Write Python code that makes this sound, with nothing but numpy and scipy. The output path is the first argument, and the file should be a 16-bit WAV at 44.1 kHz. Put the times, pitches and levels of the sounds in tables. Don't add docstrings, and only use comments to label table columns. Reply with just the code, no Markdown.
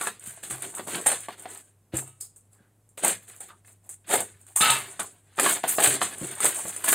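import sys
import numpy as np
from scipy import signal
from scipy.fft import rfft, irfft
from scipy.io import wavfile

SR = 44100
rng = np.random.default_rng(int(sys.argv[2]) if len(sys.argv) > 2 else 0)


def undo_db(level):
    steps = np.asarray(level, float) / 20
    return 10 ** steps


def dump(signal):
    limited = np.clip(np.atleast_2d(signal).T, -1, 1)
    pcm = np.round(limited * 32767).astype(np.int16)
    wavfile.write(sys.argv[1], SR, pcm)


N = 306054

# f/Hz, response/dB
PARCEL_COLOUR = [(59, -35.5), (100, -4), (230, -13.5), (384, -3.5), (456, -9.5), (684, 5.5), (1000, -0.5),
                 (1610, -5.5), (1870, -9), (3540, -12.5), (5430, -20), (8690, -0.5), (11000, -16.5),
                 (15100, -20), (16500, -25.5)]
# t/s, peak/dB, strength of table modes 1, 2, 3/dB
TABLE_KNOCKS = [
    (0.273, -46, -14, 0, -33),
    (0.514, -28, -19.5, -33, -21.5),
    (1.937, -28, -12.5, -4.5, -3.5),
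    (2.604, -50.5, -22, -6, -25),
    (4.607, -26.5, -24.5, -7, -14),
    (4.698, -41.5, -4.5, -7.5, -14.5),
    (5.869, -26.5, -15, -22, -15),
    (6.214, -29, -18, -6, -13),
    (6.649, -37, -30, -3, -24),
]


def rms_one(x):
    return x / np.sqrt(np.mean(x ** 2) + 1e-20)


def at_hz(points, hz):
    table_hz, value = np.transpose(points)
    return np.interp(np.log(hz + 1), np.log(table_hz), value)


def band(x, low_hz, high_hz):
    sos = signal.butter(3, [low_hz, high_hz], "band", fs=SR, output="sos")
    return signal.sosfilt(sos, x + 1e-18)


def coloured(x, spectrum):
    size = 8192
    gain_db = at_hz(spectrum, np.fft.rfftfreq(size, 1 / SR))
    cepstrum = irfft(np.log(undo_db(gain_db)), size)
    cepstrum[1:size // 2] *= 2
    cepstrum[size // 2 + 1:] = 0
    impulse = irfft(np.exp(rfft(cepstrum)), size)
    return signal.oaconvolve(x, impulse)[:N]


def drift(rate_hz):
    r = np.exp(-2 * np.pi * rate_hz / SR)
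    wander = signal.lfilter([1], [1, -2 * r, r * r], rng.standard_normal(N + SR))
    return rms_one(wander[SR:])


def clicks_at(s, level_db):
    clicks = np.zeros(N)
    clicks[np.round(s * SR).astype(int)] = undo_db(level_db)
    return clicks


def ring(clicks, hz, t60_s):
    r, w = undo_db(-60 / (t60_s * SR)), 2 * np.pi * hz / SR
    return signal.lfilter([0, np.sin(w)], [1, -2 * r * np.cos(w), r * r], clicks + 1e-18)


def strokes():
    # t/s, swell/s, hold/s, tape crackle/dB, card crackle/dB
    turning = [(-0.049, 0.046, 0.072, -29.5, -41), (0.062, 0.0045, 0.00086, -29.5, -34),
               (0.189, 0.033, 0.058, -46, -54), (0.25, 0.011, 0.24, -39, -48.5),
               (0.424, 0.008, 0.2, -39, -45.5), (0.496, 0.0046, 0.285, -32, -44),
               (0.629, 0.0048, 0.14, -36.5, -49.5), (0.736, 0.0036, 0.026, -45, -52),
               (0.772, 0.0037, 0.18, -40.5, -49), (0.866, 0.0067, 0.2, -29, -38),
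               (0.988, 0.15, 0.016, -34, -40), (1.057, 0.0043, 0.2, -27, -36),
               (1.28, 0.004, 0.064, -49, -48.5), (1.365, 0.022, 0.11, -48, -50.5),
               (1.43, 0.086, 0.086, -43.5, -49.5), (1.552, 0.014, 0.153, -52.5, -64)]
    slitting = [(1.917, 0.039, 0.0098, -34.5, -41), (1.964, 0.023, 0.00081, -29.5, -44.5),
                (2.201, 0.005, 0.037, -39, -65.5), (2.359, 0.0028, 0.02, -50, -71.5),
                (2.502, 0.025, 0.044, -63.5, -73.5), (2.58, 0.017, 0.127, -94, -71),
                (2.888, 0.0023, 0.01, -74, -87.5), (2.972, 0.0044, 0.287, -39.5, -47),
                (3.016, 0.027, 0.089, -25.5, -29), (3.21, 0.019, 0.0022, -47, -78),
                (3.265, 0.022, 0.19, -43, -54), (3.4, 0.0029, 0.11, -45, -56),
                (3.48, 0.0046, 0.098, -58, -63), (3.625, 0.068, 0.032, -49.5, -61.5),
                (3.822, 0.026, 0.209, -56.5, -71), (3.89, 0.0033, 0.029, -40.5, -58),
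                (4.062, 0.081, 0.00088, -20.5, -29), (4.181, 0.007, 0.001, -32, -33.5),
                (4.38, 0.024, 0.138, -56.5, -71), (4.442, 0.041, 0.121, -51, -63.5)]
    tearing = [(4.556, 0.0054, 0.041, -19.5, -43.5), (4.605, 0.0082, 0.18, -18, -19),
               (4.689, 0.051, 0.29, -27.5, -36), (4.993, 0.0046, 0.0019, -24.5, -32.5),
               (5.158, 0.37, 0.29, -52, -56), (5.359, 0.055, 0.13, -24.5, -34.5),
               (5.386, 0.075, 0.015, -21, -28.5), (5.462, 0.045, 0.06, -19.5, -29),
               (5.632, 0.003, 0.037, -34.5, -39.5), (5.667, 0.022, 0.14, -19.5, -33),
               (5.776, 0.015, 0.029, -24, -29), (5.809, 0.028, 0.12, -15.5, -23),
               (6.006, 0.0028, 0.26, -27.5, -34.5), (6.161, 0.088, 0.29, -36, -41.5),
               (6.32, 0.11, 0.23, -35, -41.5), (6.386, 0.064, 0.053, -22.5, -29.5),
               (6.534, 0.014, 0.096, -26, -39), (6.629, 0.06, 0.11, -32.5, -42),
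               (6.742, 0.15, 0.081, -29, -41), (6.838, 0.0029, 0.131, -24, -34.5),
               (6.868, 0.019, 0.08, -14.5, -28)]
    # t/s, swell/s, hold/s, card crackle/dB
    card_bends = [
        (0.003, 0.0062, 0.0059, -30.5),
        (0.512, 0.012, 0.015, -39.5),
        (0.604, 0.03, 0.015, -39.5),
        (0.905, 0.049, 0.015, -33),
        (1.046, 0.068, 0.027, -31.5),
        (3.451, 0.044, 0.014, -52),
        (4.04, 0.006, 0.02, -63),
        (6.299, 0.0095, 0.0045, -41),
        (6.587, 0.0093, 0.0055, -52),
    ]
    sag_db_per_s, release_db_per_s = 91, 346.5
    settle_db, settle_db_per_s = -13.5, 135.5
    bends = [(s, swell_s, hold_s, -120, card_db) for s, swell_s, hold_s, card_db in card_bends]
    columns = np.transpose(np.vstack([turning, slitting, tearing, bends]))
    s, swell_s, hold_s, tape_db, card_db = columns[:, :, None]
    t = np.arange(0, N + 32, 32) / SR
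    since = t - s
    after = np.maximum(since - swell_s - hold_s, 0)
    swell = np.clip(since / swell_s, 0, 1) ** 3
    held = swell * undo_db(-2 * sag_db_per_s * np.clip(since - swell_s, 0, hold_s))
    release = undo_db(-2 * release_db_per_s * after)
    settling = undo_db(2 * (settle_db - settle_db_per_s * after))
    power = held * (release + settling)

    def total_db(level_db):
        total = np.sum(undo_db(2 * level_db) * power, axis=0)
        return np.interp(np.arange(N) / SR, t, 10 * np.log10(total + 1e-10))

    return total_db(tape_db), total_db(card_db)


def crackle(per_s, size_db, clump_db):
    born = rng.random(N) < per_s * undo_db(clump_db * drift(40)) / SR
    size = undo_db(size_db * np.minimum(rng.exponential(1, N), 3.0))
    return rms_one(born * size * rng.choice([-1, 1], N))


def rustle(levels_db, near_db):
    # low f/Hz, high f/Hz
    part_edges_hz = [(11000, 16500), (5900, 11000), (1500, 5100), (450, 1500), (155, 450)]
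    blurs_db, patchy_db = [1, 4, 1, 0, 4], 2.2
    near = coloured(crackle(per_s=450, size_db=4.2, clump_db=5.0), PARCEL_COLOUR)
    faint = crackle(per_s=6000, size_db=2.5, clump_db=3.5)
    blur = coloured(room(faint, gap_s=0.0032, count=7), PARCEL_COLOUR)
    out = np.zeros(N)
    for k, (level_db, blur_db, edges) in enumerate(zip(levels_db, blurs_db, part_edges_hz)):
        near = np.roll(near, SR * (k > 1))
        part = undo_db(near_db) * rms_one(band(near, *edges)) + undo_db(blur_db) * rms_one(band(blur, *edges))
        part /= np.sqrt(undo_db(2 * near_db) + undo_db(2 * blur_db))
        out += undo_db(level_db + patchy_db * drift(16.6)) * part
    return out


def snaps():
    # t/s, tape peak/dB, card peak/dB, panel note f/Hz
    turning_snaps = [(0.012, -19, -22.5, 1355), (0.071, -19, -15.5, 1480), (0.239, -33, -44, 1420),
                     (0.375, -47, -42, 670), (0.4355, -29.5, -34.5, 2470), (0.509, -21, -27, 1640),
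                     (0.621, -21, -45.5, 1200), (0.75, -22, -50.5, 906), (0.767, -24.5, -42.5, 1277),
                     (0.783, -34, -31, 1210), (0.795, -48, -22.5, 619), (0.877, -56, -52, 1970),
                     (1.062, -11.5, -20, 800), (1.068, -5, -15.5, 2070), (1.116, -14, -27, 710),
                     (1.285, -35, -25, 730), (1.456, -54, -27, 756)]
    slitting_snaps = [(1.942, -33, -32, 335), (1.968, -12.5, -44, 1310), (2.076, -35, -48.5, 760),
                      (2.209, -21.5, -78, 393), (2.53, -45.5, -63, 420), (2.89, -47, -79.5, 400),
                      (2.978, -32, -38, 576), (3.036, -23, -21.5, 654), (3.047, -5.5, -13.5, 875),
                      (3.08, -7.5, -25.5, 570), (3.268, -62, -55, 1500), (3.298, -41, -42.5, 2200),
                      (3.343, -55, -46, 1500), (3.362, -36, -63, 590), (3.405, -26, -44, 690),
                      (3.493, -52, -46, 1370), (3.648, -55, -49.5, 1890), (3.68, -55, -49, 2040),
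                      (3.891, -26.5, -46, 850), (4.101, -20, -25, 785), (4.137, -9, -12, 703),
                      (4.1397, -18.5, -15, 693), (4.155, -12.5, -20.5, 680), (4.204, -13, -28, 665),
                      (4.413, -41, -68, 880), (4.466, -39.5, -51, 1500), (4.48, -55, -49, 2640)]
    tearing_snaps = [(4.561, -10, -29, 930), (4.61, -25.5, -23, 1330), (4.703, -4, -22, 1370),
                     (4.994, -30, -22, 1400), (5.381, -34.5, -23.5, 696), (5.388, -37, -13.5, 1300),
                     (5.397, -7, -8.5, 1800), (5.462, -26, -8, 1390), (5.495, -9, -24, 2240),
                     (5.639, -36, -14, 790), (5.694, -14.5, -40, 2560), (5.784, -27, -12, 640),
                     (5.797, -25, -19, 1210), (5.802, -11, -27, 1310), (5.838, -5, -33, 690),
                     (5.843, -12.5, -21, 1380), (5.873, -5.5, -19, 2600), (6.0161, -32, -11, 1300),
                     (6.0174, -39, -22, 3030), (6.074, -30, -34, 2900), (6.181, -25, -43, 443),
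                     (6.404, -15.5, -25, 1310), (6.43, -15.5, -31.5, 676), (6.444, -8.5, -19.5, 590),
                     (6.454, -8, -29, 1500), (6.589, -38, -31, 1010), (6.654, -47, -29.5, 590),
                     (6.682, -21, -56.5, 660), (6.763, -20.5, -32.5, 1960), (6.843, -11.5, -23, 1410),
                     (6.881, -14, -28, 1150), (6.928, -6, -9, 1480)]
    # t/s, peak/dB
    tape_ticks = [(0.0363, -18), (0.195, -31), (0.2718, -20), (0.7004, -29), (0.8495, -33), (0.8794, -26),
                  (0.9557, -15.5), (1.0116, -20.5), (1.2042, -22.5), (1.3264, -36), (1.378, -42),
                  (1.3957, -31), (1.4215, -28.5), (1.4885, -35), (1.5737, -30), (5.3582, -40),
                  (5.3717, -29), (5.431, -9), (5.676, -26), (5.851, -7.5), (6.2694, -19), (6.312, -20),
                  (6.352, -23.5), (6.4082, -24.5), (6.6087, -30)]
    # low f/Hz, high f/Hz
    snap_edges_hz = [(150, 1000), (1000, 5100), (5900, 16500)]
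    rise_s, bursts_s = 0.00073, [.005, .0025, .0025]
    panel_db, tilt_db_per_octave = -4.5, -2
    note_db, note_cycles = 2.0, 8
    crack_db, crack_cycles, crack_ratio = -4, 3.0, 2.5
    body_db, body_s = -10.5, 0.0031

    ticks = [(s, peak_db - 3, -120, 1000) for s, peak_db in tape_ticks]
    events = np.vstack([turning_snaps, slitting_snaps, tearing_snaps, ticks])
    s, tape_db, card_db, note_hz = np.transpose(events)
    tilt_db = tilt_db_per_octave * np.log2(1000 / note_hz)
    peaks_db = [card_db + panel_db + tilt_db - 11.5, card_db - tilt_db - 8.5, tape_db - 2.5]
    lag = np.exp(-1 / (rise_s * SR))
    out, white = np.zeros(N), coloured(rng.standard_normal(N), PARCEL_COLOUR)
    for peak_db, edges, burst_s in zip(peaks_db, snap_edges_hz, bursts_s):
        pushes = clicks_at(s, peak_db) + 1e-18
        envelope = signal.lfilter([1], [1, -np.exp(-1 / (burst_s * SR))], pushes)
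        envelope = signal.lfilter([1 - lag], [1, -lag], envelope)
        out += band(envelope * rms_one(band(white, *edges)), *edges)

    t = np.arange(SR // 10) / SR
    for at, level_db, hz in zip(np.round(s * SR).astype(int), card_db + note_db, note_hz):
        note = undo_db(level_db - 60 * t * hz / note_cycles) * np.sin(2 * np.pi * hz * t)
        crack = undo_db(level_db + crack_db - 60 * t * hz / crack_cycles)
        note += crack * np.sin(2 * np.pi * crack_ratio * hz * t)
        rattle = rms_one(band(rng.standard_normal(len(t)), hz / 1.53, hz * 1.77))
        note += undo_db(level_db + body_db) * rattle * np.exp(-t / body_s)
        out[at:at + len(t)] += note[:N - at]
    return out


def drones():
    # t/s, length/s, first f/Hz, last f/Hz, level/dB
    panel_drones = [(0.008, 0.025, 1350, 1210, -38), (0.054, 0.032, 1630, 1652, -46),
                    (0.765, 0.017, 1197, 1195, -42), (0.927, 0.091, 392, 453, -43),
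                    (1.066, 0.066, 727, 690, -36.5), (1.283, 0.03, 732, 720, -49),
                    (1.446, 0.021, 718, 678, -50), (2.531, 0.16, 1536, 1546, -74.5),
                    (3.032, 0.075, 609, 662, -41), (3.406, 0.04, 747, 720, -58.5),
                    (3.486, 0.05, 1250, 1257, -55.5), (3.656, 0.065, 2006, 2020, -78.5),
                    (3.832, 0.043, 745, 700, -64.5), (4.1, 0.12, 711, 671, -32.5),
                    (4.563, 0.066, 1057, 963, -42), (4.339, 0.0062, 1990, 1990, -63),
                    (4.992, 0.019, 1355, 1324, -37), (5.38, 0.1, 339, 340, -34.5),
                    (5.454, 0.039, 1444, 1402, -28.5), (5.639, 0.021, 762, 686, -40.5),
                    (5.792, 0.075, 662, 666, -30.5), (5.872, 0.078, 383.7, 337, -34.5),
                    (5.924, 0.032, 3920, 3930, -40), (6.034, 0.034, 1193, 1390, -46),
                    (6.437, 0.036, 606, 588, -38), (6.441, 0.041, 1336, 1382, -39.5),
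                    (6.88, 0.06, 1546, 1580, -35.5)]
    spread_share, sag_db_per_s, release_db_per_s = 0.36, 60, 700
    out, grains = np.zeros(N), crackle(per_s=2500, size_db=3.0, clump_db=4.0)
    for s, length_s, first_hz, last_hz, level_db in panel_drones:
        start = int(s * SR)
        t = np.arange(SR // 4)[:N - start] / SR
        span = slice(start, start + len(t))
        note_hz = np.interp(t, [0, length_s], [first_hz, last_hz])
        spread = signal.butter(2, spread_share * first_hz / 2, fs=SR, output="sos")
        rough = rms_one(signal.sosfilt(spread, grains[span]))
        fall_db = sag_db_per_s * t + release_db_per_s * np.maximum(t - length_s, 0)
        shape = np.clip(t / .003, 0, 1) * undo_db(level_db + 3 - fall_db)
        out[span] += shape * rough * np.sin(2 * np.pi * np.cumsum(note_hz) / SR)
    return out


def knife():
    # f/Hz, width/Hz, level/dB
    blade_modes = [(930, 20, -8), (1290, 38, 2), (1500, 86, -5), (1790, 54, -11), (2090, 30, -8),
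                   (2290, 35, -7), (2670, 53, -1), (2900, 27, -5), (3050, 26, -11), (3290, 35, -10),
                   (3670, 140, -7)]
    # t/s, hold/s, level/dB
    rattles = [
        (1.932, 0.036, -51.5),
        (2.064, 0.017, -63.5),
        (4.604, 0.1, -21),
    ]
    # t/s, peak/dB
    blade_ticks = [
        (4.6101, -8.5),
        (4.6200, -8),
        (4.7014, -1.5),
    ]
    sag_db_per_s, release_db_per_s = 21, 187
    touches = (rng.random(N) < 900 / SR) * rng.standard_normal(N)
    envelope = np.zeros(N)
    for s, hold_s, level_db in rattles:
        since = np.arange(N) / SR - s
        fall_db = sag_db_per_s * np.clip(since, 0, hold_s)
        fall_db += release_db_per_s * np.maximum(since - hold_s, 0)
        envelope += (since > 0) * undo_db(level_db - fall_db)
    chatter = rms_one(touches) * envelope
    modes = np.zeros(N)
    for hz, width_hz, level_db in blade_modes:
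        t60_s = 1.3 * np.log(1000) / (np.pi * width_hz)
        modes += undo_db(level_db) * np.sqrt(width_hz) * ring(chatter, hz, t60_s)
    s, peak_db = np.transpose(blade_ticks)
    return undo_db(-44) * modes + ring(clicks_at(s, peak_db - 0.5), hz=3680, t60_s=0.0033)


def slider():
    # t/s, ring f/Hz, level/dB
    rasps = [
        (2.207, 5060, -52),
        (2.528, 4860, -76.5),
        (2.586, 1610, -69.5),
        (2.64, 1550, -71),
    ]
    ring_cycles, fade_db_per_s = 24, 330
    t = np.arange(N) / SR
    touches = (rng.random(N) < 1500 / SR) * rng.standard_normal(N)
    out = np.zeros(N)
    for s, hz, level_db in rasps:
        fade = (t > s) * undo_db(level_db - fade_db_per_s * np.maximum(t - s, 0))
        out += rms_one(ring(touches, hz, ring_cycles / hz)) * fade
    return out


def groan():
    start_s, length_s, first_hz, last_hz, level_db = 6.212, 0.06, 125, 215, -38
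    wobble, rough_db = 0.1, 4
    along = np.clip((np.arange(N) / SR - start_s) / length_s, 0, 1)
    slip_hz = (first_hz + (last_hz - first_hz) * along) * (1 + wobble * drift(70.2))
    phase = 2 * np.pi * np.cumsum(slip_hz) / SR
    partials = np.zeros(N)
    for k, share_db in enumerate([1, 4.5, -15, -8.5], 1):
        partials += undo_db(share_db + rough_db * drift(50)) * np.sin(k * phase)
    return undo_db(level_db) * np.sin(np.pi * np.sqrt(along)) * partials


def knocks():
    # f/Hz, t60/s
    table_modes = [(131, 0.49), (205, 0.045), (330, 0.1)]
    s, peak_db, *shares_db = np.transpose(TABLE_KNOCKS)
    rings = ring(clicks_at(s, peak_db + shares_db[2]), hz=525, t60_s=0.12)
    for share_db, (hz, t60_s) in zip(shares_db, table_modes):
        rings += ring(clicks_at(s, peak_db + share_db + 7.5), hz, t60_s)
    return band(rings, 54, 710)


def thuds():
    s, peak_db, share_db, *_ = np.transpose(TABLE_KNOCKS)
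    return band(ring(clicks_at(s, peak_db + share_db - 5), hz=62, t60_s=0.25), 25, 90)


def room(x, gap_s, count):
    # f/Hz, t60/s
    room_t60 = [(200, 0.39), (800, 0.05), (2100, 0.17), (5500, 0.23), (14000, 0.17)]
    t = np.arange(SR // 2) / SR
    white = rng.standard_normal((count, len(t))) * (1 - np.exp(-(t / gap_s) ** 2))
    lows_hz = 60 * 2. ** np.arange(9)
    tails = np.zeros_like(white)
    for low_hz, t60_s in zip(lows_hz, at_hz(room_t60, np.sqrt(2) * lows_hz)):
        octave = band(white, low_hz, min(2 * low_hz, .45 * SR))
        tails += octave * undo_db(-60 * t / t60_s) / np.sqrt(t60_s)
    place = np.arange(N) * 10 // SR % count
    out = np.zeros(N)
    for k, tail in enumerate(tails):
        out += signal.oaconvolve(x * (place == k), tail / np.sqrt(np.sum(tail ** 2)))[:N]
    return out


def background():
    # t/s, level/dB
    hum_gate = [(0.0, -66), (1.37, -61.5), (1.6, -66), (2.2, -64), (2.5, -64), (3.05, -66.5), (3.19, -61),
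                (3.63, -65), (4.4, -62), (5.2, -64.5), (6.94, -62)]
    # f/Hz, level/dB
    hiss_spectrum = [(20, -28), (55, -14.5), (80, -29.5), (125, -13.5), (430, -23), (1500, -35.5),
                     (5400, -45), (8400, -32.5), (11000, -37), (16000, -44)]
    hum_db = np.interp(np.arange(N) / SR, *np.transpose(hum_gate))
    phase = 2 * np.pi * np.cumsum(100.6 + 2.5 * drift(4.0)) / SR
    hum = np.sqrt(2) * undo_db(hum_db + 2.2 * drift(8) + 2.2 * drift(25)) * np.sin(phase)
    hiss = coloured(rng.standard_normal(N), hiss_spectrum)
    hiss = hiss / np.std(band(hiss, 130, 16000))
    return hum + undo_db(-69) * hiss


def scene():
    # t/s, level/dB
    grip = [(0.0, -6.5), (0.3, -0.5), (1.0, 9.5), (1.1, -7), (1.3, -3), (1.9, 13.5), (2.15, 8), (2.21, 2.5),
            (2.4, 9), (2.6, 11), (3.0, 0), (4.5, 5), (4.62, -28.5), (4.85, -1), (5.0, 7.5), (5.6, -4),
            (6.2, 2), (6.94, 1.5)]
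    # f/Hz, side - mid/dB
    channel_difference = [(2500, -65.5), (3800, -26.5), (5500, 3), (8000, -34), (11000, -21), (15000, -4.5)]
    tape_db, card_db = strokes()
    grip_db = np.interp(np.arange(N) / SR, *np.transpose(grip))
    lag = np.exp(-1 / (.05 * SR))
    recent_db = signal.lfilter([1 - lag], [1, -lag], tape_db - tape_db[0]) + tape_db[0]
    died_db = recent_db - tape_db
    air_db = tape_db - 9.5 - 0.5 * np.clip(died_db, 0, 12)
    panel_db = card_db - 5 + 0.45 * grip_db
    thump_db = card_db - 8 + grip_db
    levels_db = [air_db, tape_db, card_db, panel_db, thump_db]
    paper = undo_db(-1.5) * rustle(levels_db, near_db=-0.99 * np.clip(died_db, 0, 20))

    hits = snaps() + knife() + slider() + drones()
    hits = band(hits, 170, 19000)
    echoes = undo_db(-1.0) * room(hits, gap_s=0.0004, count=6)
    near = band(paper + hits + knocks() + groan() + echoes, 61, 19000)
    near -= 0.55 * signal.lfilter(*signal.iirpeak(5500, 5, fs=SR), near)
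    mono = near + thuds() + background()

    side = signal.oaconvolve(mono, rng.standard_normal(600) / np.sqrt(600))[:N]
    side *= np.clip(3 * drift(12), 0, 1.5)
    side = coloured(side, channel_difference)
    return np.stack([mono + side, mono - side])


def roll_off(x):
    return signal.sosfilt(signal.butter(12, 16910, fs=SR, output="sos"), x)


def record(dry):
    rounded = 0.79 * np.tanh(dry / 0.84)
    shelf = signal.cheby2(10, 28, 16100, fs=SR, output="sos")
    return roll_off(signal.sosfilt(shelf, rounded))


dry = scene()
out = record(dry)
dump(out)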